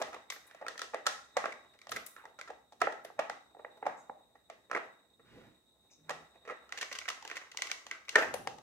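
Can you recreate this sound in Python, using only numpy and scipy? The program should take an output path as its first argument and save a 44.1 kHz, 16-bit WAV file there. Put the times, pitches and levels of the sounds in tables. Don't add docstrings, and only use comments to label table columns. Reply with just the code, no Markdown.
import sys
import numpy as np
from scipy import signal
from scipy.fft import rfft, irfft, next_fast_len
from scipy.io import wavfile
from scipy.ndimage import map_coordinates

SR = 44100
rng = np.random.default_rng(int(sys.argv[2]) if len(sys.argv) > 2 else 0)


def to_wav(s):
    ch = np.atleast_2d(s).T
    pcm = np.round(np.clip(ch, -1, 1) * 32767)
    wavfile.write(sys.argv[1], SR, pcm.astype(np.int16))


def makeup_ratio(level_db):
    decades = np.asarray(level_db, float) / 20
    return 10 ** decades


N = 380121

# (centre [Hz], width [Hz], level [dB])
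SHELL_MODES = [(280.4, 120, -16.5), (456, 96, -5), (624.6, 115, -3), (688.4, 106, -2), (800, 137, -3),
               (886, 300, -8)]
# (centre [Hz], width [Hz], level [dB])
FLAP_MODES = [(1067, 194, -4.5), (1349, 350, -6), (1613, 66, -1.5), (1916, 118, 1), (2074, 130, -2.5),
              (2450, 520, -7)]
# (frequency [Hz], level [dB])
CRACK_DB = [(1500, -30), (2700, -2.5), (3500, 3.5), (4500, 0), (6000, 0.5), (8500, -9), (12000, -21),
            (16000, -29)]


def unit(x):
    return x / np.sqrt(np.mean(x ** 2) + 1e-20)


def along(points, hz):
    f, v = np.transpose(points)
    return np.interp(np.log(hz + 1), np.log(f + 1), v)


def curves(rows):
    s, *cols = np.transpose(rows)
    return [np.interp(np.arange(N) / SR, s, c) for c in cols]


def wobble(rate):
    knots = rng.standard_normal(int(N * rate / SR) + 4)
    return map_coordinates(knots, [np.arange(N) * rate / SR])


def filtered(x, response):
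    m = next_fast_len(x.shape[-1] + 8192)
    spectrum = rfft(x, m) * response(np.fft.rfftfreq(m, 1 / SR))
    return irfft(spectrum, m)[..., :x.shape[-1]]


def mode(f, hz, width):
    return 1j * f * width / (hz * hz - f * f + 1j * f * width)


def modes(f, table, scatter_db=0):
    scatter_db = np.zeros(len(table)) + scatter_db
    total = 0
    for k, (hz, width, db) in enumerate(table):
        total = total + (-1) ** k * makeup_ratio(db + scatter_db[..., k, None]) * mode(f, hz, width)
    return total


def diffuse(pair, response):
    # (frequency [Hz], left-right likeness [-1..1])
    likeness = [(60, 0.67), (250, 0.82), (700, 0.28), (2000, 0), (5000, 0)]

    def mid_side(hz):
        turn = np.arccos(np.clip(along(likeness, hz), -1, 1)) / 2
        return response(hz) * [np.cos(turn), np.sin(turn)]

    mid, side = np.moveaxis(filtered(pair, mid_side), -2, 0)
    return np.stack([mid + side, mid - side], axis=-2)


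def house():
    # (frequency [Hz], density [dB per Hz])
    hush_db = [(20, -45.5), (55, -10.5), (250, -5.5), (3150, -23.5), (5000, -24), (8300, -17),
               (9000, -23.5), (16000, -22.5)]
    # (frequency [Hz], level [dB])
    floor_db = [(20, -26), (45, -13.5), (66, -14.5), (100, -3.5), (160, -6), (250, -4), (500, -9.5),
                (1200, -45.5)]
    # (middle [s], half length [s], level [dB])
    steps = [(0.08, 0.037, -61), (1.385, 0.0293, -68.5), (1.96, 0.073, -59), (2.5, 0.029, -84),
             (2.85, 0.051, -63.5), (3.195, .04, -76), (3.883, 0.073, -75.5), (4.743, 0.046, -73.5),
             (5.397, 0.15, -60), (6.13, 0.15, -70), (8.199, 0.064, -72), (8.347, 0.128, -57),
             (8.543, 0.135, -60)]
    # (centre [Hz], width [Hz], level [dB])
    whine_bands = [(3766, 200, -1), (8000, 220, -7.5)]
    # (time [s], level [dB])
    whine_swell = [(1.2, 1), (1.7, -0.7), (6.7, -0.3), (7.2, -5)]
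    # (start [s], end [s], frequency [Hz], level [dB])
    tones = [(5.97, 6.28, 160, -63.5), (5.26, 6.75, 1300, -90.5), (7.2, 7.29, 790, -60)]
    t = np.arange(N) / SR

    def noise(response):
        return unit(diffuse(rng.standard_normal((2, N)), response))

    hush = makeup_ratio(-78 + 0.53 * wobble(13)) * noise(lambda f: makeup_ratio(along(hush_db, f)))
    weight = makeup_ratio(-81) + sum(makeup_ratio(db - 13 * ((t - s) / half_s) ** 2) for s, half_s, db in steps)
    thud = weight * makeup_ratio(1.7 * wobble(17)) * noise(lambda f: makeup_ratio(along(floor_db, f)))
    drone = makeup_ratio(-86.5 + 1.7 * wobble(2.5)) * noise(lambda f: mode(f, 66, 11.0) ** 2)
    flutter_db = 2.0 * wobble(49) + 1.7 * wobble(1.6)
    whine = makeup_ratio(-73.0 + curves(whine_swell)[0] + flutter_db) * noise(lambda f: modes(f, whine_bands) ** 2)
    hums = 0
    for start_s, end_s, hz, db in tones:
        swell = np.sin(np.pi * np.clip((t - start_s) / (end_s - start_s), 0, 1))
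        hums = hums + makeup_ratio(db) * swell * np.sin(2 * np.pi * hz * t)
    return hush + (thud + drone) * makeup_ratio([[-1.5], [1.5]]) + whine + hums


def swishes():
    # (start [s], length [s], level [dB], centre [Hz], width [Hz])
    brushes = [(0.313, 0.061, -62, 12380, 6000), (0.466, 0.027, -64.5, 9600, 7000),
               (1.909, 0.021, -53, 11400, 6980), (1.958, 0.018, -55, 11600, 7000),
               (2.062, 0.011, -45, 9800, 12000), (2.071, .006, -51, 9000, 12000),
               (3.042, 0.023, -63, 11000, 6000), (3.965, 0.094, -68.5, 6870, 3120),
               (2.163, 0.087, -57, 1340, 1200), (5.24, 0.36, -67, 1500, 3500),
               (5.361, 0.045, -55, 479, 90.7), (5.903, 0.066, -65.5, 5900, 2250),
               (5.893, 0.079, -77, 2450, 604), (8.341, 0.006, -42, 10000, 5000)]
    longest_flick_s = 0.035
    out, send = np.zeros((2, N + SR))
    pulse = signal.unit_impulse(SR // 2, 64)
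    for s, length_s, db, hz, width in brushes:
        u = np.linspace(0, 1, round(length_s * SR))
        colour = lambda f: mode(f, hz, width) ** 3
        grit = np.prod(rng.standard_normal((2, SR // 2)), axis=0)
        hiss = unit(filtered(grit, colour))[:len(u)]
        stroke = makeup_ratio(db) * np.sin(np.pi * u ** 0.55) ** 1.4 * hiss
        flick = filtered(pulse, colour)[:len(u)]
        flick = flick * np.linalg.norm(stroke) / np.linalg.norm(flick)
        at = round(s * SR)
        out[at:][:len(u)] += stroke
        send[at:][:len(u)] += stroke if length_s > longest_flick_s else flick
    return out[:N], send[:N]


def pushes():
    # (peak [s], level [dB], fade [s], hardness [dB])
    strokes = [(0, -39.5, 0.21, -18), (.55, -60, 0.32, 8.5), (.9, -71.5, 0.44, -13),
               (1.45, -58, 0.59, -1.5), (2.0, -60, 0.39, -1), (2.3, -70.5, 0.88, -12), (3.07, -74, 0.37, 2),
               (3.74, -59, 0.92, -9), (4.8, -54.5, 0.29, -5), (5.4, -59.5, 0.24, -1.5),
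               (6.18, -53.5, .27, -4), (6.68, -61, 0.89, -3), (6.8, -62, .5, 9), (7.15, -66, 0.53, 17),
               (7.4, -61, .15, 5), (7.65, -60.5, 0.27, 2), (7.9, -59, 0.42, 2), (8.2, -38, 0.15, 3.5)]
    fade_db, rise_share = 22.5, 0.6
    rest_db, rest_hardness_db = -76.5, -11.5
    t = np.arange(0, N / SR + .01, .002)
    s, db, fade_s, hard_db = np.transpose(strokes)[:, :, None]
    level_db = db - fade_db * np.maximum(t - s, (s - t) / rise_share) / fade_s
    level_db = np.vstack([level_db, rest_db + 0 * t])
    hard_db = np.vstack([hard_db, [rest_hardness_db]])
    offsets_db = 0, hard_db, -18.5 + 0.73 * hard_db
    return [np.interp(np.arange(N) / SR, t, makeup_ratio(level_db + off).max(axis=0)) for off in offsets_db]


def slips(rate, spread_db):
    size = makeup_ratio(spread_db * np.clip(rng.exponential(size=N), 0, 2))
    slipping = rng.random(N) < rate / SR
    return unit((slipping * size + 0.1) * rng.standard_normal(N))


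def sliding():
    rumble, rub, scrape = pushes()
    jerk_db = 4.7 * wobble(45)
    shell = unit(filtered(slips(450, 2.7), lambda f: modes(f, SHELL_MODES)))
    flaps = unit(filtered(slips(660, 4.2), lambda f: modes(f, FLAP_MODES) * mode(f, 1100, 2500)))
    rasp = unit(filtered(slips(2100, 8.7), lambda f: makeup_ratio(along(CRACK_DB, f))))
    low = rumble * makeup_ratio(-6.5 + jerk_db) * shell
    upper = rub * makeup_ratio(-8.5 + jerk_db) * flaps
    return low + upper + scrape * makeup_ratio(-5.0 + jerk_db) * rasp


def contacts():
    # (time [s], peak [dB], hardness [dB], chatter [ms])
    rim = [(.0222, -28, -5, 2.4), (.1641, -35.5, -34, 3.7), (1.4409, -24, -27, 2.03),
           (2.4941, -42, -38, 8.7), (4.699, -43.5, -20, 19), (4.7628, -23, -22.5, 1.8),
           (5.1958, -53.5, -28.5, 8.9), (6.452, -44.5, -12, 17), (6.4763, -36, -18, 10.4),
           (6.505, -32.5, -19, 20)]
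    shell = [(.0156, -24.5, -14, 5.2), (.5472, -43, -9, 3.8), (.6133, -40, -21, 7.2),
             (.6245, -32, -35.5, 3.6), (.647, -40, -47, 3.2), (.9444, -23.5, -15, 2.16),
             (1.4565, -21.5, -13.5, 1.83), (1.87, -39, -7, 1.3), (1.8927, -40, 1.5, 3.9),
             (2.9228, -35, -13, 5.2), (3.0482, -34.5, -6.5, 4.2), (3.1914, -21, -15.5, 8.9),
             (3.5941, -40.5, -43, 6.3), (3.6475, -31, -33, 1.37), (4.4997, -34.5, -7, 1.98),
             (8.5838, -46.5, -3, 2.9)]
    padded = [(2.502, -33.5, -20, 5.9), (2.723, -48, -9, 12.5), (3.1016, -40.5, -36, 2.25),
              (3.548, -46.5, -38, 2), (3.5679, -46, -54, 1.5), (3.855, -34, -22.5, 6.5),
              (4.097, -29, -46, 1.8), (8.3404, -24.5, -5, 5), (8.4732, -22, -8, 1.2)]
    cup = [(.936, -32, -21, 5.5), (1.3686, -17, -9, 5.07), (2.8033, -62, 13, 12), (3.2977, -25, -9.5, 1.73),
           (3.8269, -30, -36, 1.7), (3.8652, -20, -23.5, 4.84), (4.3543, -50.5, -20.5, 6.1),
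           (6.1043, -27, -10.5, 9.8)]
    slot = [(.1439, -36.5, -9.5, 3.7), (2.2397, -44.5, -21, 5.7), (2.2537, -38, -15.5, 1.53),
            (7.2254, -44, 2, 3), (7.2507, -38, 0, 1.65), (7.5465, -45, -12, 1.7), (7.8666, -39.5, 4, 2.5)]
    peg = [(.13, -39, -12, 21.4), (.6653, -30, -13.5, 1.2), (.6827, -28.5, -3, 1.62),
           (.756, -40.5, -21, 1.6), (.7934, -32.5, -1.5, 1.07), (.8173, -28, -2, 1.53),
           (.833, -43.5, 0, 14), (1.0568, -38, -9.5, 5.8), (1.0661, -17.5, 0, 6.45),
           (1.9183, -27.5, -5.5, 6.7), (2.1641, -40, -9, 1.6), (2.3887, -38.5, -9, 11),
           (2.476, -41.5, -9.5, 13.3), (2.816, -15.5, -13.5, 4.36), (2.8712, -18.5, -37, 1.09),
           (4.7139, -22, -18, 1.51), (4.7302, -29.5, -20, 17), (4.7707, -28, -17, 7.4),
           (6.0943, -26, -7.5, 3.04), (6.4894, -32.5, -19, 1.2), (6.4979, -30, -19, 2.52),
           (6.6922, -49, 0, 2.2), (7.1011, -31.5, 1.5, 3.3), (8.1855, -24, -11.5, 28.7)]
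    hinge = [(.3625, -40, -15, 5), (.5112, -46, -7, 1.7), (.778, -39, 2, 1.4), (6.7421, -51, -27, 3.8),
             (6.7749, -35, 0.5, 9.8), (6.812, -31.5, 4.5, 17), (7.08, -32, -4, 2.2),
             (7.3134, -29, -6.5, 1.15), (7.698, -38, -4, 13), (8.1272, -42, -4, 3.3),
             (8.156, -8, -12.5, 6.3)]
    flap = [(.3224, -33, -6.5, 3.2), (1.7384, -60.5, 2, 2.3), (1.9623, -27.5, -6.5, 9.2),
            (2.0648, -51.5, 4.5, 8.6), (2.4126, -33, -0.5, 1.1), (4.7492, -22, -20, 6.5),
            (6.723, -30.5, -0.5, 2.16), (6.9145, -32.5, -9.5, 9.9), (6.9263, -36, 3.5, 7.5),
            (6.9519, -35, 0.5, 14.5), (7.0855, -26, 0, 6.5), (7.2763, -41.5, 7, 2.36),
            (7.2999, -34, -2.5, 0.93), (7.3563, -36, -6, 12), (7.3683, -30, -2, 9.2),
            (7.5162, -45, 3.5, 4.4), (7.5873, -35.5, -14, 3.1)]
    tip = [(.3016, -31, 3, 5.4), (1.5227, -36.5, -11, 5.4), (1.7895, -52.5, -.5, 1.3),
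           (1.8157, -45.5, -2.5, 2.43), (6.7866, -37, 1, 2.35), (6.8283, -28, -2, 2.7),
           (6.9872, -35.5, 6, 2.4), (7.0145, -37, -11.5, 8.2), (7.0551, -37, -7.5, 4.5),
           (7.5722, -33.5, 9, 2), (7.6207, -24.5, 4.5, 1.48), (7.6699, -35, -1, 3.26),
           (7.7149, -25, 1.5, 2.07), (7.9122, -26.5, -3.5, 1.41), (8.0516, -56.5, 1, 6.8),
           (8.083, -35.5, -8, 2.3), (8.092, -35, 7, 3.3)]
    # (contacts, pitch Hz, share of the flap modes dB)
    parts = [(rim, 478, 1.6), (shell, 675, -2.2), (padded, 740, -7.5), (cup, 725, -1.5), (slot, 886, -2.7),
             (peg, 1310, -1.38), (hinge, 1804, -1.64), (flap, 1955, -0.42), (tip, 2244, 0.36)]
    rows = np.array([(*row, hz, share_db) for table, hz, share_db in parts for row in table])
    return rows[np.argsort(rows[:, 0])]


def match_energy(shape, like):
    norm = lambda x: np.linalg.norm(x, axis=1, keepdims=True)
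    return shape * norm(like) / norm(shape)


def knocks(count):
    # (frequency [Hz], level [dB])
    kibble_db = [(1500, -22.5), (2700, 4.5), (3500, -0.5), (5400, -2.5), (6100, -0.5), (6900, -5.5),
                 (9500, -17.5), (16000, -30)]
    well_open_s = 6.6
    size, lead_in = 4096, 700
    s, db, hard_db, chatter_ms, part_hz, share_db = contacts().T[:, :, None]
    chatter_s = chatter_ms / 1000
    f = np.fft.rfftfreq(size, 1 / SR)
    t = (np.arange(size) - lead_in) / SR
    before = t < 0
    draw = rng.random((len(s), 24))
    grit = rng.standard_normal((4, len(s), size))

    bounce = np.arange(6) > 0
    hit_s = lead_in / SR + chatter_s * (np.arange(6) + draw[:, :6]) / 6 * bounce
    force = makeup_ratio((-2.5 - 11.1 * draw[:, 6:12]) * bounce) * (-1) ** np.arange(6)
    blow = np.exp(-2j * np.pi * f * lead_in / SR)
    blows = rfft(makeup_ratio(-37.5 + 1750 * t * before) * before * grit[0])
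    for k in range(6):
        blows = blows + force[:, [k]] * np.exp(-2j * np.pi * f * hit_s[:, [k]])

    upper = np.clip(makeup_ratio(share_db + 0.082 * hard_db), .03, .97)
    shell = np.sqrt(1 - upper ** 2) * modes(f, SHELL_MODES, 7 * draw[:, 12:18] - 5)
    flaps = 0.56 * upper * modes(f, FLAP_MODES, 7 * draw[:, 18:] - 5)
    part = 1.16 * mode(f, part_hz, 60 + 0.048 * part_hz) * np.where(part_hz > 1000, 1.294 * upper, 1)
    body = mode(f, 790, 3100) * mode(f, 520, 4500)
    body = body / (1 + 1j * f / (9000 * makeup_ratio(0.38 * hard_db))) ** 2
    ring = irfft(blows * body * (shell + flaps + part), size)
    ring /= np.abs(ring).max(axis=1, keepdims=True)

    since_bounce_s = np.clip(t - chatter_s, 0, 1)
    skid_rise = makeup_ratio(-38.0 + 3000 * t * before)
    fade = np.where(before, skid_rise, makeup_ratio(-60 * since_bounce_s / 0.011 - 580 * t))
    colour = makeup_ratio(np.where(s < well_open_s, along(CRACK_DB, f), along(kibble_db, f)))
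    sides = (grit[1] + 1.1 * grit[2:]) * np.abs(grit[0])
    crack = irfft(rfft(sides * fade) * colour, size)
    crack *= makeup_ratio(hard_db + 3.0) / np.abs(crack).max(axis=(0, 2), keepdims=True)

    send = match_energy(irfft(blow * body * (shell + flaps + 0.5 * part), size), ring)
    send += makeup_ratio(-0.5) * match_energy(irfft(blow * colour, size), crack[0])
    near = np.zeros((2, N + 2 * size))
    tracks = np.zeros((count, N + 2 * size))
    for k, at in enumerate(np.round(s[:, 0] * SR).astype(int)):
        near[:, at:at + size] += makeup_ratio(db[k]) * (ring[k] + crack[:, k])
        tracks[k % count, at:at + size] += makeup_ratio(db[k]) * send[k]
    return near[:, lead_in:lead_in + N], tracks[:, lead_in:lead_in + N]


def room(tracks):
    # (frequency [Hz], t60 [s])
    t60_s = [(150, 0.82), (400, 0.23), (1000, 0.48), (2800, 0.35), (7300, 0.46), (14000, 0.42)]
    hz, t, z = signal.stft(rng.standard_normal((len(tracks), 2, SR // 2)), SR, nperseg=256)
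    decay = makeup_ratio(-60 * t / along(t60_s, hz)[:, None])
    tail = signal.istft(z * decay, SR, nperseg=256)[1]
    onset = np.clip(np.arange(tail.shape[-1]) / SR / 0.003, 0, 1)
    tail = diffuse(tail * onset, np.ones_like)
    tail /= np.sqrt(np.sum(tail ** 2, axis=(1, 2), keepdims=True) / 2)
    return signal.fftconvolve(tracks[:, None], tail, axes=2).sum(axis=0)[:, :N]


def scene():
    # (time [s], left-right [dB])
    place = [(0.0, 1.5), (7.63, 0), (8.62, 7.5)]
    # (frequency [Hz], left-right [dB])
    shading_db = [(200, -4.5), (500, -1), (1500, -6.5), (4000, 2.5), (8000, 4), (13000, 13.5)]
    # (frequency [Hz], phase [radians])
    lead_rad = [(100, .05), (700, 0.76), (2000, 0.92), (3100, 2.22), (4050, 3.74), (6100, 4.74),
                (8000, 6.5), (13000, 15)]
    near, tracks = knocks(count=4)
    rub = sliding()
    brush, brush_send = swishes()
    tracks[0] += makeup_ratio(0.5) * (rub + brush_send)
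    sides = np.array([[.5], [-.5]])

    def ports(f):
        return makeup_ratio(sides * along(shading_db, f)) * np.exp(1j * sides * along(lead_rad, f))

    direct = (near + rub + brush) * makeup_ratio(sides * curves(place)[0])
    return filtered(direct, ports) + makeup_ratio(-3.5) * room(tracks) + house()


def band_limit(x):
    return signal.sosfilt(signal.butter(12, 16680, fs=SR, output="sos"), x)


def record(dry):
    top_hz = 15800
    mix = filtered(dry, lambda hz: hz < top_hz)
    return band_limit(mix)


dry = scene()
out = record(dry)
to_wav(out)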